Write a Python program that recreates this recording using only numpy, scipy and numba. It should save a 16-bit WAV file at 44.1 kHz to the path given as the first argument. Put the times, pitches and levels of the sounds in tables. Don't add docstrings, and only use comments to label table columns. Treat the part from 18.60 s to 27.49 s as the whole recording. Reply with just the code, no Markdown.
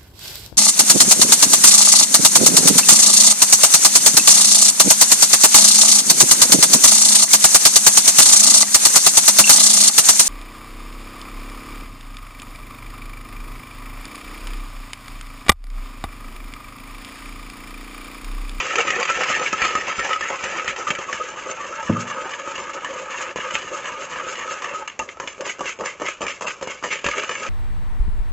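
import sys
import numpy as np
from scipy import signal
from scipy.fft import rfft, irfft
from scipy.io import wavfile
from scipy.ndimage import uniform_filter1d, map_coordinates
from numba import njit

SR = 44100
rng = np.random.default_rng(int(sys.argv[2]) if len(sys.argv) > 2 else 0)


def invert_db(level):
    return 10 ** (np.asarray(level, dtype=float) / 20)


def generate_wav(signal):
    frames = np.transpose(np.atleast_2d(signal))
    scaled = np.clip(frames, -1, 1) * 32767
    pcm = np.round(scaled).astype(np.int16)
    wavfile.write(sys.argv[1], SR, pcm)


N = 392049


def colour(x, points):
    hz, db = np.transpose(points)
    grid_hz = np.fft.rfftfreq(4096, 1 / SR) + 1
    cepstrum = irfft(np.log(invert_db(np.interp(np.log(grid_hz), np.log(hz), db))))
    cepstrum[1:2048] *= 2
    cepstrum[2049:] = 0
    response = irfft(np.exp(rfft(cepstrum)))[:2048]
    return signal.fftconvolve(x, response)[:N]


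def unit(x):
    return x / np.sqrt(np.mean(x ** 2))


def walk(rate_hz):
    hold = int(SR / rate_hz)
    levels = rng.standard_normal(N // 20 + 1)[:N // hold + 1]
    return 1.2 * uniform_filter1d(np.repeat(levels, hold), hold)[:N]


def follow(table):
    return np.interp(np.arange(N) / SR, *np.transpose(table))


@njit
def svf(x, hz, width):
    y, band, low = np.empty(len(x)), 0., 0.
    for i in range(len(x)):
        g, k = np.tan(np.pi * hz[i] / SR), width / hz[i]
        v = (band + g * (x[i] - low)) / (1 + g * (g + k))
        band, low, y[i] = 2 * v - band, low + 2 * g * v, k * v
    return y


# (pitch_hz, level_db per Hz)
HUM_COLOUR = [(15, -47.5), (25, -8.5), (280, -8.5), (513, -3.5), (771, -9), (1190, -0.5), (1440, -12.5),
              (2680, -13.5), (4030, -26.5), (7700, -21), (10000, -43), (16900, -120)]


def kitchen_hum(level_db=-48.5):
    return unit(colour(rng.standard_normal(N), HUM_COLOUR)) * invert_db(level_db)


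def room(x, t60_s=0.1, level_db=-12):
    t = np.arange(int(.5 * SR)) / SR
    decay = np.exp(-np.log(1000) * t / t60_s)
    tail = rng.standard_normal(len(t)) * decay * (t > .004)
    return invert_db(level_db) * signal.fftconvolve(x, tail / np.sqrt(np.sum(tail ** 2)))[:N]


# (start_s, level_db, ring_share 0-1, worktop_thud_db)
BUMPS = [(0.558, -48, 0.5, -1), (0.926, -40, 0.65, -28), (1.017, -24, 0.06, -20.5), (1.38, -27.5, 0.1, -18),
         (1.602, -46.5, 0.75, -11), (1.849, -45, 0.3, -19), (2.081, -34.5, 0.17, -21),
         (2.302, -33.5, 0.1, -32), (2.542, -29, 0.05, -28), (3.2924, -12.5, 0.83, -41),
         (4.763, -42, 0.4, -30.5), (4.935, -36, 0.22, -18), (6.391, -49, 0.4, -5), (6.994, -51, 0, -21),
         (8.454, -26, 0.24, -16)]
# (pitch_hz, level_db, t60_s)
STEEL_MODES = [(108, 4, 0.39), (130.5, -6.5, 0.6), (166.5, -2, 0.35), (188, -4.5, 0.52), (222.3, 8, 0.2),
               (239, -4, 0.55), (308, -7, 0.25), (323.4, -3, 0.3), (430, -8, 0.3), (394, -10.5, 0.13),
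               (810, -17, 0.074), (660, -18.5, 0.08)]


def steel(late=0.34, thud_hz=55, thud_s=0.039, rattle=0.61, rattle_db=2, swell=0.33):
    t = np.arange(int(.6 * SR)) / SR
    out = np.zeros(N + len(t))
    open_sheet = signal.butter(3, 85, "high", fs=SR, output="sos")
    waver = [(rattle * walk(25)[:len(t)], invert_db(rattle_db * walk(33)[:len(t)])) for _ in STEEL_MODES]
    grow = np.minimum(t / .03, 1)
    for s, db, ring, thud_db in BUMPS:
        thud = invert_db(thud_db + 9.5) * np.sin(2 * np.pi * thud_hz * t) * np.exp(-t / thud_s)
        ringing = 0
        for (hz, mode_db, t60_s), (slip, gain) in zip(STEEL_MODES, waver):
            since = np.maximum(t - late / hz, 0)
            rise = 1 - np.exp(-since * hz / swell)
            decay = np.exp(-np.log(1000) * since / (t60_s * np.clip(ring, .05, 1.5)))
            wave = np.sin(2 * np.pi * hz * since + grow * slip)
            ringing = ringing - invert_db(mode_db) * gain ** grow * rise * wave * decay
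        at = int(s * SR)
        out[at:at + len(t)] += invert_db(db - 4.0) * (thud + signal.sosfilt(open_sheet, ringing))
    return out[:N]


# (start_s, pitch_hz, level_db, length_s)
RINGS = [(0.178, 488, -18.5, 0.028), (0.187, 2333, -22, 0.032), (0.271, 1280, -24, 0.021),
         (0.496, 1325, -12.5, 0.016), (0.691, 1230, -23.5, 0.05), (0.929, 1270, -21, 0.024),
         (1.036, 1252, -22, 0.051), (1.392, 1870, -25, 0.04), (1.383, 1307, -24, .018),
         (1.487, 1257, -27, 0.071), (1.617, 1790, -23, 0.026), (1.844, 1320, -37, 0.026),
         (1.926, 1277, -30, 0.035), (2.267, 1206, -18.5, 0.035), (2.299, 590, -29, 0.036),
         (2.304, 2230, -25, 0.025), (2.384, 1244, -29, 0.032), (2.483, 1122, -26, 0.024),
         (2.597, 1240, -21.5, 0.036), (2.998, 1163, -29.5, 0.054), (3.357, 1228, -19.5, 0.022),
         (3.785, 551, -36.5, 0.13), (4.234, 980, -30, 0.023), (4.299, 540, -26, 0.036),
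         (4.293, 517, -38, 0.17), (4.954, 2585, -26, 0.024), (4.948, 1210, -29.5, 0.063),
         (5.332, 1212, -35, 0.11), (5.843, 1240, -35, 0.15), (5.855, 507, -24.5, 0.017),
         (6.144, 1265, -22.5, 0.026), (6.393, 885, -30, 0.02), (6.391, 2700, -30, 0.019),
         (6.395, 1247, -29, 0.058), (0.377, 480, -22.5, 0.026), (6.795, 557, -29, 0.048),
         (6.867, 1225, -29, 0.032), (6.893, 2270, -26, 0.022), (7.004, 1135, -23, 0.02),
         (7.475, 1250, -30, 0.025), (0.162, 404, -22, 0.02), (7.873, 1220, -29, 0.03),
         (7.874, 2180, -42, 0.021), (7.861, 2770, -29, 0.028), (8.02, 516, -38.5, 0.11),
         (8.441, 580, -27.5, 0.056), (0.583, 500, -26.5, 0.021), (0.806, 530, -24, 0.026),
         (8.689, 1290, -24, 0.015)]


def rings(rise_s=0.0022, fall_share=0.45, wobble=0.017, rough_db=3.0):
    t = np.arange(int(.2 * SR)) / SR
    waver = 1 + wobble * walk(70)
    rough = invert_db(rough_db * walk(110))
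    out = np.zeros(N)
    for s, hz, db, length_s in RINGS:
        at = slice(int(s * SR), int(s * SR) + len(t))
        fall = np.exp(-np.maximum(t - .5 * length_s, 0) / (fall_share * length_s))
        shape = (1 - np.exp(-t / rise_s)) ** 2 * fall
        out[at] += invert_db(db) * shape * rough[at] * np.sin(2 * np.pi * hz * np.cumsum(waver[at]) / SR)
    return out


# (start_s, level_db, heaviness_db, brightness_db)
BEAT_SLAPS = [(0.0657, -5.5, -19, -14), (0.024, -19, -19, -12), (0.1553, -7, -21, 3.5),
              (0.183, -10, -19, 2), (0.192, -16, -7, -4), (0.203, -14, -22, 7.5), (0.2095, -17, -24, 6.5),
              (0.2503, -14, -4.5, -6), (0.2767, -12, -20, -10), (0.303, -11, -19, 10),
              (0.322, -22, -11, -3), (0.3637, -21, -3, -14), (0.398, -5, -24, -14), (0.428, -11.5, -32, 10),
              (0.452, -10, -25, 2), (0.4914, -4.5, -18, -11), (0.4987, -1, -34, -16),
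              (0.592, -14.5, -8.5, -6), (0.605, -24, -20, -16), (0.634, -14.5, -17, 13.5),
              (0.7007, -0.5, -27, -36), (0.7492, -19.5, -20, 11), (0.7941, -8, -15, -6),
              (0.812, -18, -4, -9), (0.861, -26.5, -31, 18.5), (0.8904, -23, -21, -7.5),
              (0.9275, 2.5, -20, -19), (1.0176, -6.5, -29, 0), (1.049, -9, -27, 4), (1.082, -16, -29.5, -9),
              (1.1513, -2, -17.5, -10), (1.28, -6.5, -27, -20), (1.3924, -5.5, -14.5, -4),
              (1.49, -4.5, -19, -19), (1.5300, -21, -16, 18.5), (1.6079, -5.5, -15, -8.5),
              (1.7015, -14, -4, -2), (1.7565, -15, -16, -6), (1.807, -13, -17, -14), (1.838, -5, -20, -6),
              (1.9949, -22, -27, 12), (2.0438, -14, -14, -3), (2.0773, -9.5, -33, 5),
              (2.1614, -18.5, -10.5, 5)]
STIR_SLAPS = [(2.27, -19, -39, -30), (2.2855, -9, -20, -17), (2.303, -1.5, -11.5, -2.5),
              (2.35, -15.5, -27, 4), (2.386, -11, -8, -4.5), (2.4895, -20.5, -11, -7),
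              (2.496, -17, -15, -14), (2.527, -7.5, -20, 0), (2.5966, -18.5, -5, -28),
              (2.637, -20, -16, -18), (2.9116, -19, -19, 1.5), (3.009, -19, -12, -3),
              (3.227, -13.5, -22, -14), (3.295, -8, -1.5, -48), (3.367, -5.5, -32, -40),
              (3.692, -14, -27, -11), (3.817, -33, -25, 2), (3.874, -7.5, -17.5, -29),
              (3.9536, -26, -10, 11), (3.9783, -18, -9, -4), (4.1334, -22, -18, -1), (4.245, -11, -23, -7),
              (4.3057, -26, -3, -5), (4.4987, -22, -9, -16), (4.514, -31, -17, -8), (4.542, -31, -17, -3),
              (4.585, -20, -17, 4), (4.7583, -11.5, -3.5, -9.5), (4.7849, -18, 2, -28),
              (4.9512, -18.5, -2, 19), (4.907, -15, -17, -6), (5.1118, -17.5, -12, -14),
              (5.143, -26, -32, -13), (5.239, -28.5, -18, 6), (5.412, -28, -7, -12), (5.4995, -33, -22, 3),
              (5.5116, -30, -21, 4), (5.666, -27, 1, -11), (5.7243, -21, -21, 0), (5.7537, -19, -14, 2.5),
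              (5.908, -14, -28, -8), (6.0198, -14, -26, -3), (6.0427, -18.5, -24, 8), (6.136, -18, -9, -23),
              (6.171, -33, -14, -16)]
FOLD_SLAPS = [(6.2754, -14.5, -35, 3.5), (6.296, -29.5, -20, 6), (6.391, -1, -23.5, -14),
              (6.4885, -30.5, -2, 17.5), (6.569, -30.5, 7, -2), (6.5986, -2, -26, -26.5),
              (6.637, -25, 5, -1), (6.674, -16.5, -11, 9), (6.7788, -27, 8, -5), (6.789, -25.5, 1, -23),
              (6.8068, -8.5, -7.5, -10), (6.8476, -29, -12, -10), (6.864, -14.5, -5.5, -12),
              (6.8727, -10, -29, -20), (6.894, -11, -19, -5), (6.984, -26, 4, -3), (6.992, -18, 2, -8),
              (7.0066, -8.5, -1, -16), (7.0558, -10.5, -11, -7), (7.188, -26, 1, 0),
              (7.1957, -20.5, 22, -13), (7.208, -9, -4, -28), (7.2582, -6.5, -14, -21),
              (7.3977, -16, -5.5, -11), (7.417, -9.5, 2, -12), (7.4449, -22, -10, -6), (7.485, -14, -11, 0),
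              (7.6067, -16, 4, -10), (7.616, -18, -3, 5), (7.625, -22, -9, -11), (7.665, -12, -23, -1.5),
              (7.6804, -14, -29, 4), (7.695, -14, -25, -11), (7.8086, -9, -8.5, -15), (7.82, -11, -23, -11),
              (7.868, -8, -22, -9), (7.88, -9, -14, -6), (8.0107, -19, 15, -6), (8.0241, -12.5, -1, -1),
              (8.0718, -9, -3, -11), (8.0976, -18, -3, -13), (8.225, -10, -12, -30),
              (8.237, -3.5, -18, -25), (8.286, -23, -5, 1)]
LAST_SLAPS = [(8.309, -12, -17, -7), (8.327, -10.5, -15, -22), (8.355, -15, -10, 0), (8.388, -17, -12, -6),
              (8.4421, -10.5, 5, 3.5), (8.463, -7, -16, 3), (8.485, -6, -15, -4.5),
              (8.512, -17.5, -17, 9.5), (8.5578, -14, -27, -4), (8.5798, -12, -3.5, -2),
              (8.594, -13.5, -27, 4.5), (8.633, -9, -10, -13), (8.692, -9.5, -7, 0.5), (8.71, -20, -14, 6),
              (8.7511, -19.5, -22, 7.5), (8.832, -7.5, -31, -11), (8.864, -17.5, -10, 3)]
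SLAPS = BEAT_SLAPS + STIR_SLAPS + FOLD_SLAPS + LAST_SLAPS


def slaps(rise_s=0.0006, tick_s=0.003, tick_db=4, skid_s=0.01, snap_db=7, snap_s=0.00006):
    t = np.arange(int(.08 * SR)) / SR
    tick_and_skid = invert_db(tick_db) * np.exp(-t / tick_s) + np.exp(-t / skid_s)
    shape = (1 - np.exp(-t / rise_s)) * tick_and_skid
    snap = invert_db(snap_db) * np.exp(-np.abs(t - .0008) / snap_s)
    force = np.zeros((5, N + len(t)))
    grit = np.sign(rng.standard_normal(N + len(t)))
    for s, db, heavy_db, bright_db in SLAPS:
        share_db = np.array([.5 * heavy_db + 5, min(heavy_db, 0) + 9, -4, bright_db, 0.27 * bright_db - 3.5])
        at = slice(int(s * SR), int(s * SR) + len(t))
        push = shape * grit[at] + snap * grit[at][0]
        force[:, at] += invert_db(db + share_db - 11.0)[:, None] * push
    return force[:, :N]


def lift(depth_db=-0.5, lead_s=0.015):
    marks = np.zeros(N)
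    marks[(np.array(SLAPS)[:, 0] * SR).astype(int)] = 1
    ramp = np.linspace(1, 0, int(lead_s * SR))
    return depth_db * np.minimum(signal.fftconvolve(marks[::-1], ramp)[:N][::-1], 1)


# (landing_s, depth_db)
LIFTS = [
    (0.27, -3),
    (1.79, -6.5),
    (2.16, -8),
    (4.5, -6),
    (4.757, -14.5),
    (5.497, -4),
    (6.272, -11),
]


def leave(span_s=0.045):
    t = np.arange(N) / SR
    return sum(db * np.clip(1 - (s - t) / span_s, 0, 1) ** .5 * (t < s) for s, db in LIFTS)


def sugar(rate_hz=4000, spread_db=2.0, hiss=0.59, patchy_db=1.04, clump_db=2.5):
    chance, size, sign = rng.random(N), rng.exponential(size=N), rng.standard_normal(N)
    cracks = (chance < rate_hz / SR) * invert_db(spread_db * size) * np.sign(sign)
    grit = unit(cracks) + hiss * rng.standard_normal(N)
    grit = grit * invert_db(patchy_db * walk(90))
    return np.array([unit(grit * invert_db(clump_db * walk(60))) for _ in range(5)])


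def shares(heavy_db, bright_db, crisp_db):
    return np.array([0.67 * heavy_db, heavy_db + 0.5, 0, bright_db - 3.5, crisp_db + 4])


# (start_s, near_level_db, delay_s, far_level_db, brightness_db)
BEAT_TURNS = [(-.05, -18.5, 0.096, -33, 0.5), (.165, -28.5, 0.076, -24, 1.5),
              (.375, -27.5, 0.087, -27.5, 2.5), (.59, -28, 0.071, -23.5, 3), (.8, -28.5, 0.17, -26.5, 2.5),
              (1.025, -26, 0.12, -27, 0), (1.26, -29.5, 0.16, -28.5, 2), (1.48, -30, 0.13, -30.5, 1.5),
              (1.71, -28, 0.099, -27.5, -1.5), (1.94, -32, 0.12, -28.5, 1), (2.165, -32, 0.08, -27, -6.5),
              (2.385, -31.5, 0.1, -31, -4), (8.44, -35.5, 0.1, -27.5, 2.5), (8.69, -27, 0.11, -27, -5.5)]
STIR_TURNS = [(2.5, -37, 0.098, -31.5, 1), (2.74, -39, 0.12, -29, -3), (2.99, -34.5, 0.13, -30, -5.5),
              (3.23, -34.5, 0.14, -30, -4), (3.46, -34.5, 0.15, -30.5, -4.5), (3.7, -36.5, 0.15, -29, -1),
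              (3.94, -33.5, 0.17, -31, -3), (4.23, -36, 0.12, -27.5, -4.5), (4.5, -32.5, 0.08, -31.5, -1.5),
              (4.755, -38.5, 0.15, -26.5, 3), (5., -39, 0.11, -25.5, -4), (5.24, -35.5, 0.15, -30.5, -1.5),
              (5.5, -33.5, 0.15, -29.5, -1.5), (5.75, -37, 0.13, -29, 0.5), (6.01, -35, 0.11, -29.5, -3.5)]
FOLD_TURNS = [(6.272, -74, 0.0015, -61.5, 15), (6.39, -38, 0.073, -50.5, 1.5), (6.6, -39.5, 0.056, -42, 2),
              (6.8, -37, 0.039, -34.5, 0.5), (6.995, -35, 0.041, -36, 1), (7.195, -32, 0.038, -33, -5),
              (7.4, -33, 0.043, -36, 1.5), (7.605, -28.5, 0.054, -37, 0), (7.81, -32, 0.05, -35, -1.5),
              (8.015, -34, 0.058, -38, 1.5), (8.23, -33, 0.061, -35.5, 5)]
# (rise_s, hold_s, fall_s, heaviness_db, brightness_db, crispness_db)
BEAT_SCRAPES = [
    (.01, 0.031, 0.02, -4, 6.5, -7.5),
    (0.023, 0.032, 0.025, -1, 6, -5.5),
]
STIR_SCRAPES = [
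    (0.007, 0.032, 0.099, -8.5, 3.5, -5),
    (0.029, 0.04, 0.032, -24.5, -1.5, -2.5),
]
FOLD_SCRAPES = [
    (.004, 0.039, 0.036, 5, -11.5, -9),
    (.01, 0.044, 0.04, -3, 6.5, -2),
]
# (level_db next to the scrapes, heaviness_db, brightness_db, crispness_db)
BEAT_TRAIL = (-7.5, -1.5, 6, -5.5)
STIR_TRAIL = (-4, -3, 1, -10)
FOLD_TRAIL = (-22, 3, 7, -2.5)
STYLES = [(BEAT_TURNS, BEAT_SCRAPES, BEAT_TRAIL),
          (STIR_TURNS, STIR_SCRAPES, STIR_TRAIL),
          (FOLD_TURNS, FOLD_SCRAPES, FOLD_TRAIL)]


def drag(crisp_share=0.47):
    t = np.arange(int(.3 * SR)) / SR
    lead = int(.1 * SR)
    power = np.zeros((5, lead + N + len(t)))
    trail = []
    for turns, scrapes, (under_db, *tone_db) in STYLES:
        for s, near_db, delay_s, far_db, tilt_db in turns:
            tilt = tilt_db * np.array([0, 0, 0, 1, crisp_share])
            trail.append([s, *(.5 * (near_db + far_db) + under_db + shares(*tone_db) + tilt)])
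            passes = zip((s, s + delay_s), (near_db, far_db), scrapes)
            for start_s, db, (rise_s, hold_s, fall_s, *colour_db) in passes:
                shape = (1 - np.exp(-t / rise_s)) ** 2 * np.exp(-np.maximum(t - hold_s, 0) / fall_s)
                level = invert_db(db + shares(*colour_db) + tilt)[:, None]
                at = max(lead + int(start_s * SR), 0)
                power[:, at:at + len(t)] += (level * shape) ** 2
    starts, *trail_db = np.transpose(sorted(trail))
    current = np.clip(np.searchsorted(starts, np.arange(N) / SR) - 1, 0, len(starts) - 1)
    held_db = np.array([db[current] for db in trail_db])
    trail_level = invert_db(uniform_filter1d(held_db, 800, axis=1))
    return np.sqrt(power[:, lead:lead + N] + trail_level ** 2)


EDGES_HZ = [250, 800, 1600, 3600]


def parts(force):
    kinds = [(EDGES_HZ[0], "low")]
    kinds += [(EDGES_HZ[k:k + 2], "band") for k in range(3)]
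    kinds += [(EDGES_HZ[3], "high")]
    total = 0
    for k, (x, (hz, kind)) in enumerate(zip(force, kinds)):
        sos = signal.butter(2, hz, kind, fs=SR, output="sos")
        total = total + (-1) ** k * signal.sosfilt(sos, x)
    return total


def far_wall(x, turn, from_hz=1400, echo_s=.0018, swing=0.08, shortest_turns=0.054, level_db=-9.5):
    circling = 1 - swing * np.cos(2 * np.pi * (turn - shortest_turns))
    delay_s = echo_s * (circling + 0.046 * walk(12))
    treble = signal.sosfiltfilt(signal.butter(2, from_hz, "high", fs=SR, output="sos"), x)
    return invert_db(level_db) * map_coordinates(treble, [np.arange(N) - delay_s * SR], order=3, mode="nearest")


# (pitch_hz, level_db per Hz)
BODY = [(24, -53), (50, -17.5), (320, -12.5), (386, -10), (460, -10), (514, -4.5), (764, -12),
        (1060, -11.5), (1270, -8), (1450, -10.5), (2740, -9), (3720, -20), (5660, -21), (6460, -11),
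        (7700, -15.5), (10000, -66), (16900, -120)]
# (pitch_hz, width_hz, level_db over the body, swing_db with the whisk's place, best_place_turns,
# load_shift share of pitch)
BOWL_MODES = [(940, 85, 8.5, 4., .12, -.12), (1235, 80, 15, 3.5, .6, .065), (535, 50, 10.5, 5., .62, .06),
              (385, 45, 6, 4., .6, .01), (592, 35, 3, 2., .6, .01), (1660, 150, 7.5, 4., .15, -.09),
              (2200, 180, 0.5, 3., .45, .04), (2740, 170, 1.5, 5., .2, -.025), (5150, 300, 1, 2., .3, .01),
              (6400, 500, 0, 1., .3, .02), (760, 140, -10.5, 2., .1, .02)]
# (flat_level_db, tipped_level_db, flat_swing_db,
# flat_best_place_turns, flat_pitch_lift share)
POSE = [(-2.5, -9, 5, 0.25, 0.066), (0.5, -6.5, 1.5, 0.49, 0.036), (-2.5, -12, 2, 0.12, 0.0068),
        (2, -4, 2.5, 0, 0.024), (-11.5, -4, 1, .2, 0.052), (-0.5, 1, 7, 0.77, 0.11),
        (1.5, 8, -1, 0.81, 0.022), (-2, -1, -0.5, 1, -0.063), (5, 4.7, 2.5, 0.26, -0.0098),
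        (0.6, -0.5, -3.5, 0.43, -0.082), (20, -13, 5, 0.0094, 0.059)]
# (start_s, flatness 0-1)
FLAT = [
    (2.2, 1),
    (2.6, 0),
]
# (start_s, tip 0-1)
TIPPED = [
    (6.6, 0),
    (6.8, 1),
    (8.4, 1),
    (8.5, .4),
]
# (pitch_hz, width_hz, depth 0-1, swing 0-1,
# deepest_place_turns)
DEAD_SPOT = (740, 190, .68, .28, .6)


def bowl(force):
    starts = sorted(row[0] for turns, *_ in STYLES for row in turns) + [N / SR + .02]
    turn = np.interp(np.arange(N) / SR, starts, np.arange(len(starts)))
    load = uniform_filter1d(1 - 2 * (turn % 1), 1500)
    flat, tip = follow(FLAT), follow(TIPPED)

    dead_hz, dead_width, depth, swing, deepest = DEAD_SPOT
    swallowed = depth + swing * np.cos(2 * np.pi * (turn - deepest))
    dead = swallowed * svf(force, np.full(N, 1. * dead_hz), 1. * dead_width)
    out = (force - dead) * invert_db(4.5)

    for mode, pose in zip(BOWL_MODES, POSE):
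        hz, width, db, swing_db, best, shift = mode
        flat_db, tip_db, flat_swing_db, flat_best, flat_lift = pose
        place_db = (1 - flat) * swing_db * np.cos(2 * np.pi * (turn - best))
        place_db = place_db + flat * flat_swing_db * np.cos(2 * np.pi * (turn - flat_best))
        drive_db = db + flat_db * flat + tip_db * tip + place_db + 2.9 * walk(40)
        load_shift = shift * load * (1 - .6 * flat)
        wander = .016 * (1.3 + 1.2 * (hz > 1500)) * walk(12)
        moving_hz = hz * (1 - load_shift + flat_lift * flat + wander)
        out = out + svf(force * invert_db(drive_db), moving_hz, 1. * width)
    return colour(out + far_wall(out, turn), BODY)


def scene():
    force = sugar() * drag() * invert_db(lift() + leave() + 7.0) + slaps()
    force[0] *= invert_db(-5 * follow(TIPPED))
    near = bowl(parts(force)) * invert_db(4.5) + steel() + rings()
    return np.tile(near + room(near) + kitchen_hum(), (2, 1))


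def noisy_treble(dry, frame=1024):
    out = dry.copy()
    # (low_hz, high_hz, share of time)
    for lo_hz, hi_hz, share in [(3600, 4300, .015), (4300, 5200, .06), (5200, 6100, .12),
                                (6100, 6900, .13), (6900, 7200, .02)]:
        sos = signal.butter(4, [lo_hz, hi_hz], "band", fs=SR, output="sos")
        band = signal.sosfiltfilt(sos, dry[0])
        chosen = 1. * (rng.random(N // (2 * frame) + 1) < share)
        swap = uniform_filter1d(np.repeat(chosen, 2 * frame)[:N], frame // 2)
        swap = np.clip(swap, 0, 1)
        strength = np.sqrt(uniform_filter1d(band ** 2, frame // 8) + 1e-18)
        noise = unit(signal.sosfiltfilt(sos, rng.standard_normal((2, N)))) * strength
        out = out + np.sqrt(swap) * noise - (1 - np.sqrt(1 - swap)) * band
    return out


def low_pass(x):
    return signal.sosfilt(signal.butter(12, 8720, fs=SR, output="sos"), x)


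def record(dry):
    steep_cut = signal.ellip(10, .2, 62, 7660, fs=SR, output="sos")
    mix = signal.sosfilt(steep_cut, noisy_treble(dry))
    return low_pass(mix)


dry = scene()
out = record(dry)
generate_wav(out)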